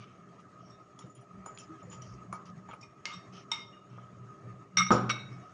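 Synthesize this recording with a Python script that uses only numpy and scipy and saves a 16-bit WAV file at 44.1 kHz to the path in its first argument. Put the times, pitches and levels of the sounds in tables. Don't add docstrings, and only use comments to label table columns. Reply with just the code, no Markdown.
import sys
import numpy as np
from scipy import signal
from scipy.fft import rfft, irfft
from scipy.io import wavfile
from scipy.ndimage import uniform_filter1d

SR = 44100
rng = np.random.default_rng(int(sys.argv[2]) if len(sys.argv) > 2 else 0)


def pcm_store(signal):
    levels = np.round(np.clip(np.atleast_2d(signal), -1, 1) * 32767)
    wavfile.write(sys.argv[1], SR, levels.astype(np.int16).T)


def gain_from_decibels(decibels):
    exponent = np.asarray(decibels, float) / 20
    return 10 ** exponent


N = 244029

# (frequency [Hz], level [dB])
CRACK_COLOUR = [(600, -31.5), (900, -3), (1500, -5.5), (2500, 5.5), (4500, 0), (6000, 1.5), (7500, -21.5),
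                (10000, -29.5), (11000, -54)]
BRIGHT_RISE_S = 0.0003


def evened(x):
    return x / np.sqrt(np.mean(x ** 2) + 1e-20)


def read(points, hz):
    f, value = np.transpose(points)
    return np.interp(np.log(hz + 1), np.log(f + 1), value)


def add(mix, s, sound):
    part = mix[max(round(s * SR), 0):][:len(sound)]
    part += sound[:len(part)]


def coloured(x, points):
    gain = gain_from_decibels(read(points, np.fft.rfftfreq(len(x), 1 / SR)))
    return irfft(rfft(x) * gain, len(x))


def wobble(count, width_hz, at=None):
    r = np.exp(-np.pi * width_hz * 32 / SR)
    steps = count // 32 + 102
    draws = 700 + steps
    z = rng.standard_normal(draws) + 1j * rng.standard_normal(draws)
    z = signal.lfilter([np.sqrt(0.5 - r * r / 2)], [1, -r], z)[-steps:]
    where = np.arange(count) if at is None else at
    return np.interp(where / 32, np.arange(steps), z)


def mottled(x, patchy_db, bins, frames):
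    z = signal.stft(x, nperseg=512, noverlap=384)[2]
    patches = uniform_filter1d(rng.standard_normal(z.shape), size=bins, axis=0)
    patches = uniform_filter1d(patches, size=frames, axis=1)
    return signal.istft(z * gain_from_decibels(patchy_db * evened(patches)), nperseg=512, noverlap=384)[1][:N]


def hollow(hz, width_hz):
    r = np.exp(-np.pi * width_hz / SR)
    slow = rng.standard_normal(N) + 1j * rng.standard_normal(N)
    for _ in range(2):
        slow = signal.lfilter([1 - r], [1, -r], slow)
    return evened((slow * np.exp(2j * np.pi * hz * np.arange(N) / SR)).real)


def ring(modes, rise=0.00067, rough=0., free=0.81):
    longest_s = max(t60 for _, _, t60 in modes)
    t = np.arange(round(SR * min(0.5, free * longest_s))) / SR
    starts = np.arange(len(modes))[:, None] * (SR // 2)
    chance = wobble(SR // 2 * len(modes), 40, starts + np.arange(len(t)))
    hz, db, t60 = np.transpose(modes)[:, :, None]
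    blur = 1 + rough * np.minimum(hz / 400, 1) * chance * (1 - np.exp(-t / 0.0033))
    decay = gain_from_decibels(db - 60 * t / (t60 * free))
    x = (decay * blur * np.exp(2j * np.pi * hz * t)).imag.sum(0)
    return x * (1 - np.exp(-t / rise)) / abs(x).max()


def puff(points, t60, rise):
    t = np.arange(SR // 2 if t60 > 0.15 else SR // 8) / SR
    noise = evened(coloured(rng.standard_normal(len(t)), points))
    return noise * gain_from_decibels(-60 * t / t60) * (1 - np.exp(-t / rise))


def kitchen():
    # (frequency [Hz], level [dB per Hz])
    air_colour = [(15, -74), (25, -29.5), (64, -26.5), (123, -6.5), (242, -15), (401, -18.5), (433, -20.5),
                  (586, -27), (878, -30.5), (1250, -15.5), (1420, -31), (1780, -27), (3790, -43.5),
                  (6610, -42.5), (10400, -59.5), (13500, -99), (22000, -120)]
    # (frequency [Hz], width [Hz], level [dB])
    hollows = [(1257, 74, -62.5), (651.4, 240, -70), (315.4, 140, -70.5), (6620, 200, -85.5)]
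    # (frequency [Hz], level [dB])
    fan_notes = [(400, -66), (600, -72.5), (7780, -102)]
    # (time [s], level [dB])
    swell = [(0, 0), (.5, 2), (1.25, 0), (1.5, 4.5), (2.5, 3), (2.95, -0.5), (3.2, 4.5), (3.41, 3),
             (3.48, -1.5), (3.55, 2), (3.85, -0.5), (4.5, 4), (4.7, -0.5), (5.2, 5.5), (5.53, 2.5)]
    t = np.arange(N) / SR
    air = gain_from_decibels(-60.5) * evened(coloured(rng.standard_normal(N), air_colour))
    for hz, width_hz, db in hollows:
        air = air + gain_from_decibels(db) * hollow(hz, width_hz)
    waver = uniform_filter1d(rng.standard_normal(N), 1500)
    waver = evened(uniform_filter1d(waver, 1500))
    whine = np.zeros(N)
    for hz, db in fan_notes:
        whine += gain_from_decibels(db) * ((1 + 0.62 * wobble(N, 8.4)) * np.exp(2j * np.pi * hz * t)).real
    swell_db = np.interp(t, *np.transpose(swell))
    return mottled(air, 2.75, bins=3, frames=12) * gain_from_decibels(swell_db + 1.1 * waver) + whine


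def table_rumble():
    # (time of peak [s], length [s], lower note level [dB], upper note level [dB])
    pushes = [(0.0, 0.071, -50.5, -55), (0.26, 0.46, -68.5, -62.5), (0.638, 0.1, -55.5, -57),
              (1.045, 0.037, -47.5, -53), (1.2, 0.047, -56, -71), (1.372, 0.13, -55.5, -51.5),
              (1.871, 0.11, -51, -53.5), (2.07, 0.36, -49.5, -55.5), (2.315, 0.1, -51, -49.5),
              (2.526, 0.27, -58, -49), (3.166, 0.067, -52, -52.5), (3.342, 0.16, -58.5, -55),
              (3.64, 0.09, -62, -68), (3.967, 0.21, -50.5, -61), (4.222, 0.19, -49, -57),
              (4.496, 0.17, -45.5, -54.5), (4.814, 0.14, -46, -37.5), (4.98, 0.23, -50.5, -38.5),
              (5.225, 0.072, -51, -67), (5.315, 0.25, -46.5, -53.5)]
    note_hz = (121, 183)
    note_width_hz = (6, 10)
    idle_levels = (-70, -66.5)
    haste = 1.26
    edge_db = 12.5
    t, out = np.arange(N) / SR, np.zeros(N)
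    steps = t[::64]
    s, length, *level_db = np.transpose(pushes)[:, :, None]
    away = abs(np.where(steps < s, haste, 1) * 2 * (steps - s) / length)
    for db, idle_db, hz, width_hz in zip(level_db, idle_levels, note_hz, note_width_hz):
        force = gain_from_decibels(idle_db) + gain_from_decibels(db - edge_db * away ** 1.8).sum(0)
        z = uniform_filter1d(wobble(N, width_hz), size=600)
        z = z / abs(z) ** 0.5
        out += np.interp(t, steps, force) * evened((z * np.exp(2j * np.pi * hz * t)).real)
    return out


def thud():
    # (frequency [Hz], level [dB], t60 [s])
    top_modes = [(150, -14, .4), (210.3, 6.5, .6), (252.5, 3.5, 0.45), (326, -1, 0.33), (410, -12, 0.29),
                 (518, -3, 0.26), (574, -1, 0.24), (738, -14, 0.57), (778, -2.5, 0.25), (960, -19.5, 0.27),
                 (1250, -12, .4), (1265, 11, 0.15), (1351, -2, 0.47), (1570, -16, .2)]
    # (frequency [Hz], level [dB per Hz])
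    boom_colour = [(15, -48), (25, -30), (76, -28), (118, -20), (155, -13.5), (340, -12.5), (661, -18.5),
                   (1250, -16), (1860, -35.5), (3500, -39), (9000, -58.5), (11700, -82), (19800, -120)]
    # (time [s], modes level [dB], boom level [dB], boom t60 [s])
    blows = [
        (4.9051, -17, -22, 0.35),
        (4.94, -25, -41.5, 0.42),
    ]
    out = np.zeros(N)
    for s, modes_db, boom_db, t60 in blows:
        add(out, s, gain_from_decibels(modes_db) * ring(top_modes, rise=0.00048, rough=0.4, free=0.85))
        add(out, s, gain_from_decibels(boom_db) * puff(boom_colour, t60, 0.00025))
    return out


def soft_notes():
    # (time [s], frequency [Hz], level [dB], t60 [s])
    soft_hits = [(0.281, 3220, -74, 0.15), (.63, 660, -57, 0.067), (0.646, 5580, -66, 0.27),
                 (0.699, 5560, -58, 0.093), (.705, 7720, -78, .07), (.715, 3690, -66.5, 0.22),
                 (0.986, 5560, -63, 0.16), (1.04, 497, -55.5, 0.094), (1.152, 3200, -69.5, 0.2),
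                 (1.21, 5870, -69.5, 0.06), (1.37, 65.6, -60, 0.21), (1.586, 2900, -52, 0.014),
                 (1.691, 321, -45.5, 0.21), (1.87, 502, -54, 0.13), (1.93, 902, -54.5, 0.093),
                 (2.021, 5770, -49.5, 0.027), (4.912, 121.7, -29, 1.05), (2.117, 61.6, -52, 0.25),
                 (2.327, 1217, -35, 0.054), (2.813, 5000, -76, 0.079), (2.827, 2445, -53.5, 0.076),
                 (3.715, 2846, -59.5, 0.32), (4.777, 9470, -58, 0.15), (4.9057, 1213, -21.5, 0.037),
                 (5.315, 2230, -60, 0.13), (5.328, 5330, -66, 0.03), (5.43, 728, -57, 0.12)]
    softness_per_s, slowest_rise_s = 0.24, 0.014
    out = np.zeros(N)
    for s, hz, db, t60 in soft_hits:
        rise = min(softness_per_s * t60 ** 2, slowest_rise_s)
        add(out, s, gain_from_decibels(db + 6.5) * ring([(hz, 0, t60)], rise, 1.5 * (hz > 1000)))
    return out


def snaps():
    # (time [s], peak level [dB], t60 [s])
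    crumbs = [(1.4618, -56, 0.0066), (1.575, -41, 0.011), (2.019, -61, .015), (2.5, -59, 0.013),
              (3.0712, -44, .012), (3.087, -46, .012), (3.137, -46, .012), (3.523, -48, 0.11),
              (4.771, -25, 0.0067), (4.7815, -31.5, .012), (4.923, -47, .12), (5.095, -30, 0.013),
              (5.108, -44, .06), (.403, -64, .01), (4.78, -38.5, .14), (3.535, -49, .14),
              (1.942, -56, .012), (5.125, -50, .14), (4.83, -46.5, .14)]
    out = np.zeros(N)
    for s, db, t60 in crumbs:
        add(out, s, gain_from_decibels(db) * puff(CRACK_COLOUR, t60, BRIGHT_RISE_S))
    return out


def touches():
    # (time [s], frequency [Hz], peak level [dB], t60
    # [s])
    touch_notes = [(0.990, 3360, -47, .03), (1.019, 3680, -62.5, 0.17), (1.225, 2900, -66, .05),
                   (1.4608, 1200, -32, 0.023), (1.479, 5130, -54, .03), (1.489, 1262, -37, 0.085),
                   (1.586, 3180, -44, .025), (1.598, 2650, -49.5, .1), (1.598, 5620, -48, .06),
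                   (1.614, 2730, -62, .1), (2.326, 2275, -40, 0.018), (2.332, 669, -44, 0.18),
                   (2.339, 2260, -49, 0.11), (2.344, 916, -42, 0.064), (2.352, 1260, -37, 0.14),
                   (2.352, 4430, -59, 0.054), (2.457, 4740, -60, .1), (3.0555, 4400, -42, .025),
                   (3.086, 2980, -51, .03), (3.098, 2137, -43.5, 0.23), (3.124, 3630, -43, 0.079),
                   (3.128, 5545, -46.5, 0.3), (3.135, 1130, -41, 0.035), (3.522, 2220, -40, 0.21),
                   (3.549, 5518, -60, .3), (3.565, 2137, -38.5, 0.26), (3.767, 1237, -42, 0.067),
                   (3.983, 1250, -39.5, 0.07), (4.781, 2170, -15, 0.033), (4.797, 1254, -24.5, 0.17),
                   (4.797, 3704, -27, 0.11), (4.812, 2164, -34, 0.081), (4.868, 5860, -31, 0.073),
                   (4.882, 3750, -35, 0.085), (4.929, 1265, -39, 0.057), (5.095, 2740, -26, .05),
                   (5.111, 3790, -50, 0.36), (5.15, 2180, -39.5, 0.18), (5.19, 4080, -50, 0.15),
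                   (5.202, 5730, -59, 0.16),
                   (.70, 5560, -53, 0.094), (1.098, 1252, -48, 0.069), (1.309, 1250, -46, 0.066),
                     (2.018, 3000, -51, .03), (3.057, 5600, -46, .12), (3.066, 4520, -40, .05),
                     (3.09, 6970, -61, .25), (3.598, 5520, -50, 0.16), (3.61, 4900, -56, 0.17),
                     (4.782, 5950, -27, 0.077), (4.906, 827, -11.5, 0.02), (4.9068, 255, -14, 0.073),
                     (4.939, 216.2, -32, 0.5), (5.1, 3445, -35.5, .08), (5.1, 4380, -34, 0.065),
                     (5.13, 5950, -56, 0.21), (5.191, 3790, -46, 0.27), (5.259, 3790, -51, 0.15),
                     (5.419, 3770, -63, 0.13), (2.736, 1250, -37, 0.047), (2.735, 2400, -43, .03),
                     (2.812, 4720, -61, .12), (2.812, 6900, -53, 0.052), (2.826, 5900, -59, .05),
                     (3.487, 1257, -45, .12), (3.685, 1250, -46, .08), (4.772, 5560, -20, .09),
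                     (4.79, 5000, -42, .12), (4.796, 1287, -20.5, 0.17), (4.835, 1250, -29.5, .05),
                     (4.907, 1283, -19.5, 0.24), (4.908, 356, -26.5, 0.21), (4.908, 504.3, -25.5, 0.4),
                     (4.908, 771, -22.5, 0.19), (4.92, 5545, -38, .25), (4.925, 5100, -45, 0.28),
                     (4.918, 6880, -44, .13), (5.0935, 1250, -23.5, 0.056), (5.098, 5700, -30.5, .1),
                     (5.112, 5600, -33, 0.057), (4.945, 949, -29, 0.16), (1.595, 3100, -57, .1),
                     (4.908, 410, -28.5, 0.21), (4.925, 785, -33, 0.22), (4.91, 75, -37, 0.34),
                     (5.04, 185, -36.5, 0.41), (4.79, 7760, -46.5, 0.24), (3.652, 3700, -50, 0.13),
                     (.706, 5500, -56, .05), (5.095, 3000, -31, 0.033)]
    out = np.zeros(N)
    for s, hz, db, t60 in touch_notes:
        add(out, s, gain_from_decibels(db) * ring([(hz, 0, t60)], rise=0.033 * t60, rough=0.32))
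    return out


def cracks():
    # (time [s], peak level [dB], crackle t60 [s])
    hard_hits = [
        (3.055, -12, 0.069),
        (3.0744, -49, 0.025),
        (3.517, -14.5, 0.051),
        (4.7701, -11.5, 0.015),
        (4.7815, -14, 0.031),
        (5.0943, -22, 0.05),
    ]
    out = np.zeros(N)
    for s, peak_db, t60 in hard_hits:
        add(out, s, gain_from_decibels(peak_db - 12.5) * puff(CRACK_COLOUR, 0.012, 0.0002))
        add(out, s, gain_from_decibels(peak_db - 34.5) * puff(CRACK_COLOUR, t60, 0.0016))
    return out


def ceramic(blows, shapes, rough, free):
    out = np.zeros(N)
    for s, second_db, first_db, third_db, fourth_db in blows:
        for db, modes in zip((first_db, second_db - 9.5, third_db, fourth_db), shapes):
            add(out, s, gain_from_decibels(db + 3.0) * ring(modes, 0.0009, rough, free))
    return out


def rim_taps():
    # (frequency [Hz], level [dB], t60 [s])
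    held_shapes = [
        [(942, 5, 0.1), (1255, 3.5, 0.19), (930, 4.5, 0.09)],
        [(2127, 2.5, 0.2), (2260, -3.5, 0.091), (2900, -20, 0.59), (2800, -15, 0.4)],
        [(3698, 6, 0.3), (3730, -1.5, 0.066), (4640, -24, .2)],
        [(5770, -10, 0.1), (5545, -11, 0.33), (5900, -9, 0.15), (5518, 10, 0.1), (7720, -5.5, 0.14)],
    ]
    # (time [s], level [dB] of the second, first, third and fourth shape)
    taps = [
        (2.8115, -56, -76, -75, -52),
        (2.831, -49, -60, -66, -51),
        (3.0574, -22, -63, -52, -41),
        (3.0744, -51, -39, -66, -60),
        (3.1144, -55, -65, -60, -63),
        (3.1344, -52, -55, -45, -42),
        (3.5158, -24, -31.5, -30, -26),
        (3.899, -76, -63, -85, -64),
    ]
    return ceramic(taps, held_shapes, rough=0.53, free=0.43)


def landing():
    # (frequency [Hz], level [dB], t60 [s])
    resting_shapes = [
        [(1254, -7.5, 0.16), (1537, -4, 0.051), (1030, -19.5, 0.053)],
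        [(2164, 6, 0.29), (2242, -3, 0.28), (2400, -2.5, 0.039), (2810, -1.5, 0.071)],
        [(3700, -1, 0.13), (3704, 4, 0.2), (4230, -16, 0.1), (3100, -19, 0.075)],
        [(5600, -6.5, 0.29), (5640, 18.5, 0.13), (5900, 4, 0.15), (5560, 8, 0.12), (7760, -19.5, 0.3),
         (10200, -18.5, 0.25)],
    ]
    # (time [s], level [dB] of the second, first, third and fourth shape)
    bounces = [
        (4.7711, -9.5, -17, -31.5, -13.5),
        (4.7845, -33, -33, -21.5, -16.5),
        (4.7944, -38, -32, -27.5, -21.5),
        (4.817, -14, -38, -46, -51),
        (4.8642, -23, -29, -44.5, -34.5),
        (4.9172, -46, -17, -54, -27.5),
    ]
    return ceramic(bounces, resting_shapes, rough=0.8, free=0.38)


def settling():
    # (frequency [Hz], level [dB], t60 [s])
    settled_shapes = [
        [(1245, -8, 0.15), (1514, 6.5, 0.059), (1871, 3, 0.039)],
        [(2137, -3, 0.14), (2230, 3, 0.22), (2610, -8.5, 0.22), (2686, 1.5, 0.069), (2870, -14, 0.14)],
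        [(3790, 3, 0.66), (3445, -6, 0.091), (4380, -3, 0.071)],
        [(5670, 15, 0.062), (5560, 3, 0.2), (5950, -12, 0.17), (5560, -5, 0.24), (7760, -7, 0.11)],
    ]
    # (time [s], level [dB] of the second, first, third and fourth shape)
    rocks = [
        (5.0985, -10.5, -20, -35.5, -26),
        (5.1056, -36, -42, -35.5, -38),
        (5.1145, -36, -50, -32.5, -33),
    ]
    return ceramic(rocks, settled_shapes, rough=0.35, free=0.39)


def blade_chimes():
    # (frequency [Hz], t60 [s])
    steel_notes = [
        (6970, 0.15),
        (9620, 0.083),
    ]
    # (time [s], lower note peak level [dB], upper note level [dB])
    chimes = [(0.4045, -78, -91), (0.989, -49.5, -71), (1.064, -66, -90), (1.1, -55.5, -90),
              (1.1495, -56, -69), (1.2092, -72, -78), (1.4594, -41, -67), (1.547, -49, -89),
              (1.584, -43, -66.5), (1.828, -55.5, -101), (1.899, -46, -86), (1.925, -42.5, -83),
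              (2.0198, -58, -83), (2.326, -51, -63), (2.4643, -76, -86), (2.6876, -55, -96),
              (2.7338, -71, -77), (3.055, -47, -96), (3.5142, -45, -64.5), (4.77, -50, -66),
              (4.9193, -32.5, -77), (5.0973, -63, -72)]
    low, high = [ring([(hz, 0, t60)], rise=0.0013, rough=0.59, free=0.74) for hz, t60 in steel_notes]
    out = np.zeros(N)
    for s, low_db, high_db in chimes:
        add(out, s, gain_from_decibels(low_db) * low)
        add(out, s, gain_from_decibels(high_db + 10.5) * high)
    return out


def blade_knocks():
    # (time [s], tick peak level [dB], body level [dB])
    knocks = [(0.402, -50, -67), (0.9905, -34.5, -48), (1.096, -58, -63), (1.31, -71, -67),
              (1.462, -39, -37.5), (1.586, -40, -59), (1.797, -65, -58), (1.831, -60, -47.5),
              (2.018, -46, -64), (2.3268, -35, -32), (2.356, -60, -52), (2.456, -42.5, -66),
              (2.689, -56, -38), (2.732, -51, -41.5), (3.489, -59, -80), (3.773, -67, -69),
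              (3.9773, -60, -44.5)]
    # (frequency [Hz], level [dB])
    tick_colour = [(1500, -49), (2500, 0.5), (5000, 10.5), (7000, 12.5), (9500, -40), (11000, -46)]
    # (frequency [Hz], level [dB])
    body_colour = [(200, 0), (450, 5.5), (900, 8.5), (1300, 2.5), (2300, -13), (3200, -43)]
    t60_s = 0.086
    out = np.zeros(N)
    for s, tick_db, body_db in knocks:
        add(out, s, gain_from_decibels(tick_db - 9) * puff(tick_colour, 0.007, BRIGHT_RISE_S))
        add(out, s, gain_from_decibels(tick_db - 26.0) * puff(tick_colour, t60_s, 0.00036))
        add(out, s, gain_from_decibels(body_db - 6.5) * puff(body_colour, t60_s, 0.00017))
    return out


def scrape():
    # (frequency [Hz], level [dB])
    stroke_colours = [
        [(3600, -42), (4500, -3.5), (5600, 4.5), (6300, 0.5), (7200, -24), (8000, -42.5), (9600, -17),
         (10600, -63)],
        [(2000, -10.5), (2500, -3.5), (3100, 0.5), (3500, -9.5), (4300, -13.5), (4800, -50.5)],
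        [(800, -37), (1200, 22.5), (1700, -3), (2300, 8.5), (2800, -31.5)],
    ]
    # (start time [s], length [s], level [dB], brightness [dB]: fizz up, dull part down)
    strokes = [(0., 0.068, -60, -5.5), (.016, 0.24, -69.5, -7.5), (.382, 0.048, -68.5, -6),
               (.6, 0.19, -74.5, 3.5), (1.002, 0.053, -65, -6), (1.148, 0.1, -73, -5),
               (1.455, 0.068, -72, -20), (1.585, 0.081, -61.5, 4), (1.793, 0.053, -70, -5),
               (1.907, 0.083, -57.5, -1), (2.014, 0.053, -62.5, 1), (2.052, .13, -71.5, 10),
               (2.327, 0.063, -69, 5), (2.456, 0.066, -66, -3.5), (2.683, 0.1, -61, -10.5),
               (2.806, 0.075, -71, 8), (3.048, 0.16, -53, -5), (3.322, 0.14, -58, -1),
               (3.504, 0.15, -55.5, -6.5), (3.886, 0.23, -70.5, -7.5), (4.78, 0.058, -39, -11.5),
               (4.911, 0.075, -52, 7.5), (5.092, 0.033, -35.5, -8), (5.126, 0.1, -57.5, -9.5),
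               (5.297, 0.1, -74, 2.5), (5.41, 0.2, -72, -1.5)]
    size_db = 2.8 * np.minimum(rng.exponential(1, (3, N // 40 + 1)), 3.5)
    grains = rng.standard_normal((3, N)) * gain_from_decibels(size_db).repeat(40, axis=1)[:, :N]
    press = np.zeros((3, N))
    for s, length, strength_db, bright_db in strokes:
        u = np.linspace(0, 1, round(length * SR))
        shape = np.sqrt(u) * (1 - u) ** 1.24
        for row, tilt_db in zip(press, (bright_db, 1, -bright_db)):
            add(row, s, gain_from_decibels(strength_db + tilt_db + 6.0) * shape)
    out = np.zeros(N)
    for grain, colour, force in zip(grains, stroke_colours, press):
        out += force * evened(mottled(coloured(grain, colour), 2.8, bins=2, frames=24))
    return out


def room(x):
    # (frequency [Hz], t60 [s])
    room_decay = [(100, 0.58), (500, 0.67), (2000, 0.53), (6000, 0.42), (10000, 0.14)]
    taps = np.zeros(SR)
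    at = np.arange(300, SR - 20, 20)
    taps[at + rng.integers(0, 20, len(at))] = rng.choice([-1., 1.], len(at))
    hz, t, z = signal.stft(taps, SR, nperseg=256)
    tail = signal.istft(z * gain_from_decibels(-60 * t / read(room_decay, hz)[:, None]), SR, nperseg=256)[1]
    return signal.fftconvolve(x, tail / np.linalg.norm(tail))[:N]


def scene():
    heavy = rim_taps() + landing() + settling() + thud()
    hits = heavy + blade_chimes() + blade_knocks() + cracks() + soft_notes()
    mix = hits + gain_from_decibels(-11.0) * room(hits)
    mix += scrape() + table_rumble() + kitchen()
    mix += gain_from_decibels(-9.5) * heavy * wobble(N, 500).real
    return (mix + touches() + snaps())[None]


def roll_off(x):
    return signal.sosfilt(signal.butter(12, 10560, fs=SR, output="sos"), x)


def record(dry):
    thinned = signal.lfilter(*signal.butter(2, 45, "high", fs=SR), dry)
    edge = signal.firwin(201, 10450, window=("kaiser", 8), fs=SR)
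    return roll_off(signal.oaconvolve(thinned, edge[None], "same"))


dry = scene()
out = record(dry)
pcm_store(out)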